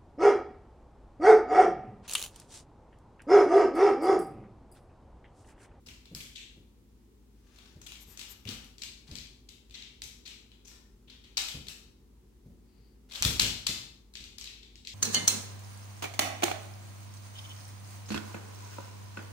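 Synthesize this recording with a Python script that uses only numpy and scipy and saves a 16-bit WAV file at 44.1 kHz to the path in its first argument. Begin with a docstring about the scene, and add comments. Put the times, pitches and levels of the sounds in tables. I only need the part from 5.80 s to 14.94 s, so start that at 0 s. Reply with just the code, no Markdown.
"""A dog's claws tick and skid on hard laminate as it circles a cat in a bare living room.
Each contact rings nail and plank; a sudden lunge scrabbles loudly. Paws thump the boards, pads and
fur slide, a loose plank rings, hiss puffs softly. The room rings after every tick; an appliance hums.
Two spaced microphone ports hear it: the left louder, and a little later on the ticks."""
import sys
import numpy as np
from scipy import signal
from scipy.fft import rfft, irfft, next_fast_len
from scipy.io import wavfile
from scipy.ndimage import map_coordinates

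SR = 44100
rng = np.random.default_rng(int(sys.argv[2]) if len(sys.argv) > 2 else 0)


def dump_mix(stems):
    """Bounce the given channels to the path in sys.argv[1] as a 16-bit WAV at rate SR."""
    frames = np.atleast_2d(stems).T  # one column per channel
    limited = np.clip(frames, -1, 1)  # hard clip at full scale
    pcm = np.round(limited * 32767).astype(np.int16)
    wavfile.write(sys.argv[1], SR, pcm)


N = 403074

# claw contacts (time [s], peak [dB], centre [Hz], treble [dB], length [ms])
CLAW_CONTACTS = [(0.067, -39, 5170, -15, 5.8), (0.087, -35.5, 2770, -22, 1.3),
                 (.257, -44.5, 4360, -37, 2.2), (0.35, -27, 4900, -4, 1.8), (0.408, -34, 2550, -8.5, 5.6),
                 (.562, -31.5, 3830, -18.5, 17), (0.5812, -37.5, 2850, -30, 4),
                 (1.762, -50, 4730, -27, 3.5), (1.788, -45, 3760, -38, 3.6), (1.861, -48, 4530, -28, 6.4),
                 (2.0171, -38.5, 7200, -15, 2.4), (2.0685, -33, 3200, -10, 5.2),
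                 (2.121, -26, 3130, -17, 0.26), (2.156, -35, 4000, -25, 0.58), (2.199, -45, 6000, -7, .5),
                 (2.3748, -33, 6460, -12, 1.5), (2.3949, -30, 3200, -9.5, 2), (2.3997, -39, 4540, -18, 1.8),
                 (2.414, -30.5, 3430, -16, 1.5), (2.6537, -37, 2690, -20, 1.4),
                 (2.682, -31.5, 3330, -33.5, 12), (2.69, -20.5, 4940, -14, 0.22),
                 (2.711, -33.5, 4080, -14, 3.2), (2.845, -41, 5130, -1, 0.72), (2.983, -38, 4570, -13, 1.2),
                 (3.0212, -27.5, 4460, -18, 2.7), (3.0359, -22, 4600, -12.5, 0.65),
                 (3.281, -46, 4400, -15, 7.5), (3.314, -36.5, 4560, -14, 1.5),
                 (3.355, -28, 4680, -15.5, 1.05), (3.3655, -39, 4930, -3, 0.74),
                 (3.386, -30.5, 4640, -23, 1.1), (3.691, -33.5, 4460, -12.5, 3.2),
                 (3.898, -48, 4000, -21, .8), (3.9094, -43.5, 4220, -17, 1.2), (3.949, -33.5, 3900, -31, 9),
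                 (4.023, -34, 4300, -36, 5.2), (4.22, -20, 4400, -15, 0.54), (4.2379, -31.5, 6760, -6, 2.5),
                 (4.4633, -35, 4180, -27, 13), (4.478, -35.5, 3560, -17, 4.6),
                 (4.718, -45.5, 3850, -40, 1.1), (4.857, -44.5, 6000, -13, 9.5),
                 (4.879, -38, 6100, -8, 8.8), (5.284, -48.5, 3500, -47.5, 13), (5.303, -41, 4350, -43, 4.7),
                 (5.4452, -45.5, 3860, -34, 13), (5.571, -17, 4660, -37, 0.7),
                 (5.5733, -15.5, 5430, -16.5, 0.61), (5.579, -15.5, 4580, -15.5, 1.6),
                 (5.685, -25.5, 3690, -11.5, 3.5), (5.8702, -37.5, 3900, -18.5, 2.1),
                 (5.8847, -28.5, 4530, -9, 1.26), (7.299, -48, 4200, -34.5, 2.4),
                 (7.313, -40.5, 4050, -51.5, 2.8), (7.321, -33, 4000, -14.5, 3.5),
                 (7.337, -31, 3860, -10, 4.3), (7.3546, -22.5, 4150, -18, 12),
                 (7.4243, -4.5, 5370, -11, 0.41), (7.43, -12.5, 4140, -22, 0.63),
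                 (7.451, -10, 4130, -9, 1.4), (7.5957, -10, 4420, -12, 0.62),
                 (7.598, -5.5, 4440, -14.5, 1.25), (7.619, -15.5, 5340, -15, 1.1),
                 (7.8688, -13.5, 4380, -14, 2.8), (8.339, -41, 4300, -6.5, 2.4),
                 (8.3547, -29, 4450, -29, 1.4), (8.371, -34, 4180, -18.5, 1.1),
                 (8.408, -41, 4300, -17.5, 1.7), (8.441, -34.5, 4200, -19, 1.4),
                 (8.584, -30.5, 4970, -8.5, 1.54), (8.6126, -27, 5600, -44, 0.37),
                 (8.6431, -27.5, 4570, -13.5, 1.5), (8.657, -35, 4480, -40, 1.6),
                 (8.675, -32.5, 4200, -41, 2.1), (8.831, -42, 4100, -26, 3),
                 (8.9567, -36.5, 4600, -20, 0.4), (9.0513, -36.5, 4140, -21, 2.4),
                 (9.0729, -21, 4340, -18.5, 0.56), (9.0934, -41, 5700, -33, 0.88)]
# nail on laminate (frequency [Hz], density [dB])
NAIL_SPECTRUM = [(700, -42.5), (1500, -16), (2300, -2), (3300, -2), (5000, -6), (8000, -2.5), (9000, -24),
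                 (11000, -57)]
# tick's treble (frequency [Hz], density [dB])
EDGE_SPECTRUM = [(6000, -58.5), (8500, -2), (10000, -1.5), (12500, 1), (16000, -15), (17000, -71)]
# plank under the claw (frequency [Hz], density [dB])
PLANK_SPECTRUM = [(500, -17), (830, -14.5), (1400, -13.5), (2200, -22.5)]
# weight behind the claws (time [s], plank knock over tick [dB])
CLAW_WEIGHT = [(.3, -8), (.6, -49), (1.8, -6), (2.1, -11), (2.4, -14), (2.67, -8), (3.05, -21), (3.33, -20),
               (3.9, -21.5), (4.9, -14), (5.58, -13), (5.7, -14), (7.4, -12), (7.6, -13), (8.4, -21.5),
               (8.65, -20.5), (9.1, -59)]
# paw landings (time [s], level [dB], boom [Hz])
PAW_LANDINGS = [(0.069, -45.5, 66.6), (0.3137, -39, 170), (.345, -40, 130), (0.762, -44.5, 176),
                (1.958, -42.5, 88), (2.28, -49, 80.5), (2.657, -35, 100), (2.686, -36, 237),
                (3.289, -43, 144), (3.317, -39, 74.5), (4.229, -49, 63.5), (5.742, -36, 144),
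                (5.765, -43.5, 75), (6.658, -44, 140), (6.675, -54, 80.4), (6.698, -46.5, 203),
                (7.41, -37, 58.4), (7.447, -30.5, 124), (7.457, -24, 105), (7.606, -30, 209),
                (7.62, -36.5, 70.3), (7.628, -26.5, 112), (7.89, -33, 190), (8.401, -47, 63)]
# floor knock (frequency [Hz], density [dB])
BOARD_SPECTRUM = [(30, -38), (55, 3.5), (250, -2), (500, -14), (1200, -42.5)]
# claw on a hollow spot (time [s], level [dB], ring [Hz])
HOLLOW_HITS = [(4.22, -73, 884), (5.578, -51, 786)]
# pad and fur slides, one envelope each (time [s], level [dB])
SLIDE_STROKES = [
    [(1.44, -102), (1.75, -70.5), (2.05, -86), (2.2, -97), (2.28, -69), (2.53, -75.5), (2.56, -100)],
    [(3.27, -59), (3.3, -73), (3.4, -101)],
    [(4.87, -85), (4.92, -67.5), (4.98, -97)],
    [(7.29, -69), (7.38, -54.5)],
]
# sliding friction (frequency [Hz], density [dB])
RUB_SPECTRUM = [(240, -35), (400, -9), (1130, -7), (2000, -5.5), (6490, -9.5), (16000, -25.5)]
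# puffs of hiss (mid time [s], level [dB], length [s], centre [Hz])
HISS_PUFFS = [(2.223, -56, 0.061, 12560), (2.312, -58, 0.13, 12860), (2.514, -51, 0.069, 12930),
              (7.009, -77.5, 0.48, 4660)]
# puff colour (frequency / centre [ratio], density [dB])
PUFF_SPECTRUM = [(.24, -12), (.6, -2.5), (.8, -12), (1.0, 5.5), (1.12, -9.5), (1.35, -40.5)]
# appliance tones (frequency [Hz], level [dB], waver depth [Hz])
HUM_TONES = [(53.3, -61, 1.5), (119, -77.5, 2), (207.6, -72.5, 3.56), (245.6, -72.5, 4.23)]
# room tone and self-noise (frequency [Hz], density [dB])
AIR_SPECTRUM = [(44, -46.5), (75, -4), (115, -5), (184, -11.5), (246, -7), (276, -9.5), (404, -10),
                (632, -29), (885, -25), (1450, -31.5), (6670, -34.5), (12200, -38), (16000, -36.5)]
# room decay (frequency [Hz], T60 before the added fade [s])
ROOM_T60 = [(100, 1), (300, 0.53), (800, 1), (2000, 0.7), (5000, 0.69), (9000, 0.54), (14000, 0.54)]
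# left-right likeness (frequency [Hz], correlation [-1..1])
PORT_COHERENCE = [(60, 0.96), (180, 0.65), (550, 0.51), (1650, 0.0088), (4970, -0.036), (15000, -0.0071)]
# full shading (frequency [Hz], left boost and right cut [dB])
PORT_SHADING = [(60, 0.8), (500, 6), (3000, 12), (6000, 14), (8500, 4), (12500, 7)]
# dog's offset to the left (time [s], share of full shading [0..1])
DOG_SIDE = [(0.0, 0.1), (2.04, 0.25), (9.14, 0.16)]


def claws():
    """Each contact rings the nail; the room answers lower, weaker for loud or long contacts."""
    out, lead_samples, left_lag_samples = np.zeros((2, N)), 600, 10
    for time_s, peak_db, centre_hz, treble_db, length_ms in CLAW_CONTACTS:
        knock_db = np.interp(time_s, *np.transpose(CLAW_WEIGHT))
        scrape_s = np.clip(length_ms * 0.0014 - 0.0004, 0.0001, 0.012)
        direct = claw_colour(centre_hz, treble_db, knock_db, width_hz=740, skirt=0.27, dull_db=3.5)
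        burst = filtered(claw_scrape(scrape_s, lead_samples), direct)
        burst *= amp(peak_db) / np.max(np.abs(signal.hilbert(burst)))
        diffuse = claw_colour(0.91 * centre_hz, treble_db, knock_db, width_hz=900, skirt=0.55, dull_db=0.3)
        tail = claw_tail(scrape_s, lead_samples, diffuse)
        wet_db = 2.5 - 0.0616 * (peak_db + 30) - 0.26 * np.log2(length_ms / 1.2)
        sound = amp(wet_db) * np.linalg.norm(burst[0]) / np.linalg.norm(tail[0]) * tail
        sound[0, left_lag_samples:][:burst.shape[1]] += burst[0]
        sound[1, :burst.shape[1]] += burst[1]
        add(out, sound, time_s - lead_samples / SR)
    return out


def claw_scrape(scrape_s, lead_samples, n=4000):
    """Stereo friction burst; a long skid swells slowly, catches and slips."""
    skid = min(scrape_s / 0.0057, 1)  # 0 tick, 1 skid
    age = np.clip(1 + (np.arange(n) - lead_samples) / SR / scrape_s, 0, None)
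    envelope = (age * np.exp(-age ** 1.275 / 1.2)) ** (1 + skid)
    slips_db = 4.5 * skid * np.repeat(rng.standard_normal(n // 40), 40)
    noise = [[1, 0.96], [1, -0.48]] @ rng.standard_normal((2, n))
    return envelope * amp(slips_db) * noise


def claw_colour(peak_hz, treble_db, knock_db, width_hz, skirt, dull_db):
    """Response of nail resonance, treble edge and plank; brighter ticks tilt up above the peak."""
    def nail(hz):
        tilt_db = 0.36 * (treble_db + 20) * np.clip(np.log2((hz + 1) / peak_hz), 0, 1)
        resonance = skirt + 1 / (1 + ((hz - peak_hz) / width_hz) ** 2)
        return amp(along(NAIL_SPECTRUM, hz) + tilt_db) * resonance

    parts = [(0, nail), (treble_db - dull_db, gain(EDGE_SPECTRUM)), (knock_db, gain(PLANK_SPECTRUM))]
    grid_hz = np.arange(1, SR / 2, 50)
    return lambda hz: sum(amp(db) * shape(hz) / np.linalg.norm(shape(grid_hz)) for db, shape in parts)


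def claw_tail(scrape_s, lead_samples, colour):
    """Room's answer to a tick; each floor spot favours its own narrow resonances."""
    ripple_db = 3 * np.clip(rng.standard_normal(200), -2, 1.6)
    ripple_hz = 110 * np.arange(200)
    tail = np.pad(reverb(rise_s=0.002 + scrape_s), ((0, 0), (lead_samples, 0)))
    return filtered(tail, lambda hz: colour(hz) * amp(np.interp(hz, ripple_hz, ripple_db)))


def paws():
    """A paw's weight drives the boards: a knock, and a boom down 60 dB in 12 cycles."""
    out, t = np.zeros((2, N)), np.arange(SR // 4) / SR
    attack_s, knock_t60_s = 0.0018, 0.38
    for time_s, level_db, boom_hz in PAW_LANDINGS:
        boom = np.sin(2 * np.pi * boom_hz * t) * amp(-60 * t * boom_hz / 12)
        knock = 0.34 * coloured(len(t), BOARD_SPECTRUM) * amp(-60 * t / knock_t60_s)
        thump = amp(level_db) * (boom + knock) * (1 - np.exp(-t / attack_s))
        add(out, in_room(thump, wet_db=-7), time_s)
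    return out


def loose_plank(t60_s=0.3):
    """A struck loose plank rings on one note."""
    out, t = np.zeros((2, N)), np.arange(SR // 3) / SR
    for time_s, level_db, ring_hz in HOLLOW_HITS:
        ring = amp(level_db - 60 * t / t60_s) * np.sin(2 * np.pi * ring_hz * t)
        add(out, in_room(ring, wet_db=-14), time_s)
    return out


def sliding():
    """Gritty friction of pads and fur on the boards."""
    out = np.zeros((2, N))
    for stroke in SLIDE_STROKES:
        times_s, levels_db = np.transpose(stroke)
        t = np.arange(times_s[0], times_s[-1], 1 / SR)
        grit_db = 4 * wobble(rate_hz=120)[:len(t)]
        rub = unit(amp(grit_db) * coloured(len(t), RUB_SPECTRUM))
        add(out, in_room(amp(np.interp(t, times_s, levels_db)) * rub, wet_db=6.7), times_s[0])
    return out


def puffs():
    """Soft swells of hiss near the left port."""
    out = np.zeros((2, N))
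    for mid_s, level_db, length_s, centre_hz in HISS_PUFFS:
        n = round(length_s * SR)
        hiss = coloured(n, np.multiply(PUFF_SPECTRUM, [centre_hz, 1]))
        add(out, in_room(amp(level_db) * np.hanning(n) * hiss, wet_db=-11), mid_s - length_s / 2)
    return out * amp([[6], [-6]])


def appliance_hum():
    """Low tones wavering in pitch and level."""
    hum = np.zeros(N)
    for hz, level_db, waver_hz in HUM_TONES:
        envelope = np.sqrt(2) * amp(level_db + 0.42 * wobble(rate_hz=21))
        pitch_hz = hz + waver_hz * wobble(rate_hz=20)
        hum += envelope * np.sin(2 * np.pi * np.cumsum(pitch_hz) / SR)
    return hum


def room_tone():
    """Steady air and a low rumble."""
    air = unit(paired(rng.standard_normal((2, N)), gain(AIR_SPECTRUM)))
    rumble = coloured(N, [(30, -38), (42, 6), (52, 2), (75, -1.5), (110, -58.5)])
    return amp(-63.5) * air + amp(-66) * rumble


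def reverb(rise_s, added_fade_db_per_s2=65.5):
    """Room tail, each band at its own rate; an added fade, like a noise suppressor, cuts it short."""
    hz, t, bands = signal.stft(rng.standard_normal((2, SR * 3 // 5)), SR, nperseg=256)
    room_db = -60 * t / along(ROOM_T60, hz)[:, None]
    tail = signal.istft(bands * amp(room_db - added_fade_db_per_s2 * t * t), SR, nperseg=256)[1]
    onset = 1 - np.exp(-np.arange(tail.shape[1]) / SR / rise_s)
    tail = paired(tail * onset, np.ones_like)
    return tail / np.linalg.norm(tail[0])


def in_room(x, wet_db):
    """Direct sound plus room tail at both ports."""
    impulse = amp(wet_db) * reverb(rise_s=0.013)
    impulse[:, 0] += 1
    return signal.fftconvolve(x[None], impulse, axes=1)


def paired(noises, colour):
    """Two independent noises become a left and right that agree in the bass."""
    def mid_side(hz):
        angle = np.arccos(np.clip(along(PORT_COHERENCE, hz), -1, 1)) / 2
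        return colour(hz) * [np.cos(angle), np.sin(angle)]

    mid, side = filtered(noises, mid_side)
    return np.array([mid + side, mid - side])


def port_shading(x):
    """The ports shade each other, most in the claw band, following the dog's side."""
    shaded = filtered(x, lambda hz: amp(along(PORT_SHADING, hz) * [[1], [-1]]))
    share = np.interp(np.arange(N) / SR, *np.transpose(DOG_SIDE))
    return x + share * (shaded - x)


def amp(db):
    return 10 ** (np.asarray(db) / 20)


def unit(x):
    return x / np.sqrt(np.mean(x ** 2) + 1e-20)


def along(points, hz):
    """Interpolate on a log frequency axis."""
    knots_hz, values = np.transpose(points)
    return np.interp(np.log(hz + 1), np.log(knots_hz + 1), values)


def gain(spectrum):
    return lambda hz: amp(along(spectrum, hz))


def filtered(x, response):
    n = x.shape[-1]
    n_fft = next_fast_len(n + 4096)
    return irfft(rfft(x, n_fft) * response(np.fft.rfftfreq(n_fft, 1 / SR)), n_fft)[..., :n]


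def coloured(n, spectrum):
    return unit(filtered(rng.standard_normal(n), gain(spectrum)))


def wobble(rate_hz):
    """Smooth random curve."""
    knots = rng.standard_normal(int(N * rate_hz / SR) + 4)
    return map_coordinates(knots, [np.arange(N) * rate_hz / SR])


def add(out, x, start_s):
    span = out[:, round(start_s * SR):][:, :x.shape[1]]
    span += x[:, :span.shape[1]]


def scene():
    """Dog and puffs over a background that leans slightly left."""
    dog = port_shading(claws() + paws() + sliding() + loose_plank())
    return dog + puffs() + (room_tone() + appliance_hum()) * amp([[0.6], [-0.6]])


def record(dry):
    """Brick-wall low-pass at 16 kHz."""
    return filtered(dry, lambda hz: hz < 16000)


dry = scene()
out = record(dry)
dump_mix(out)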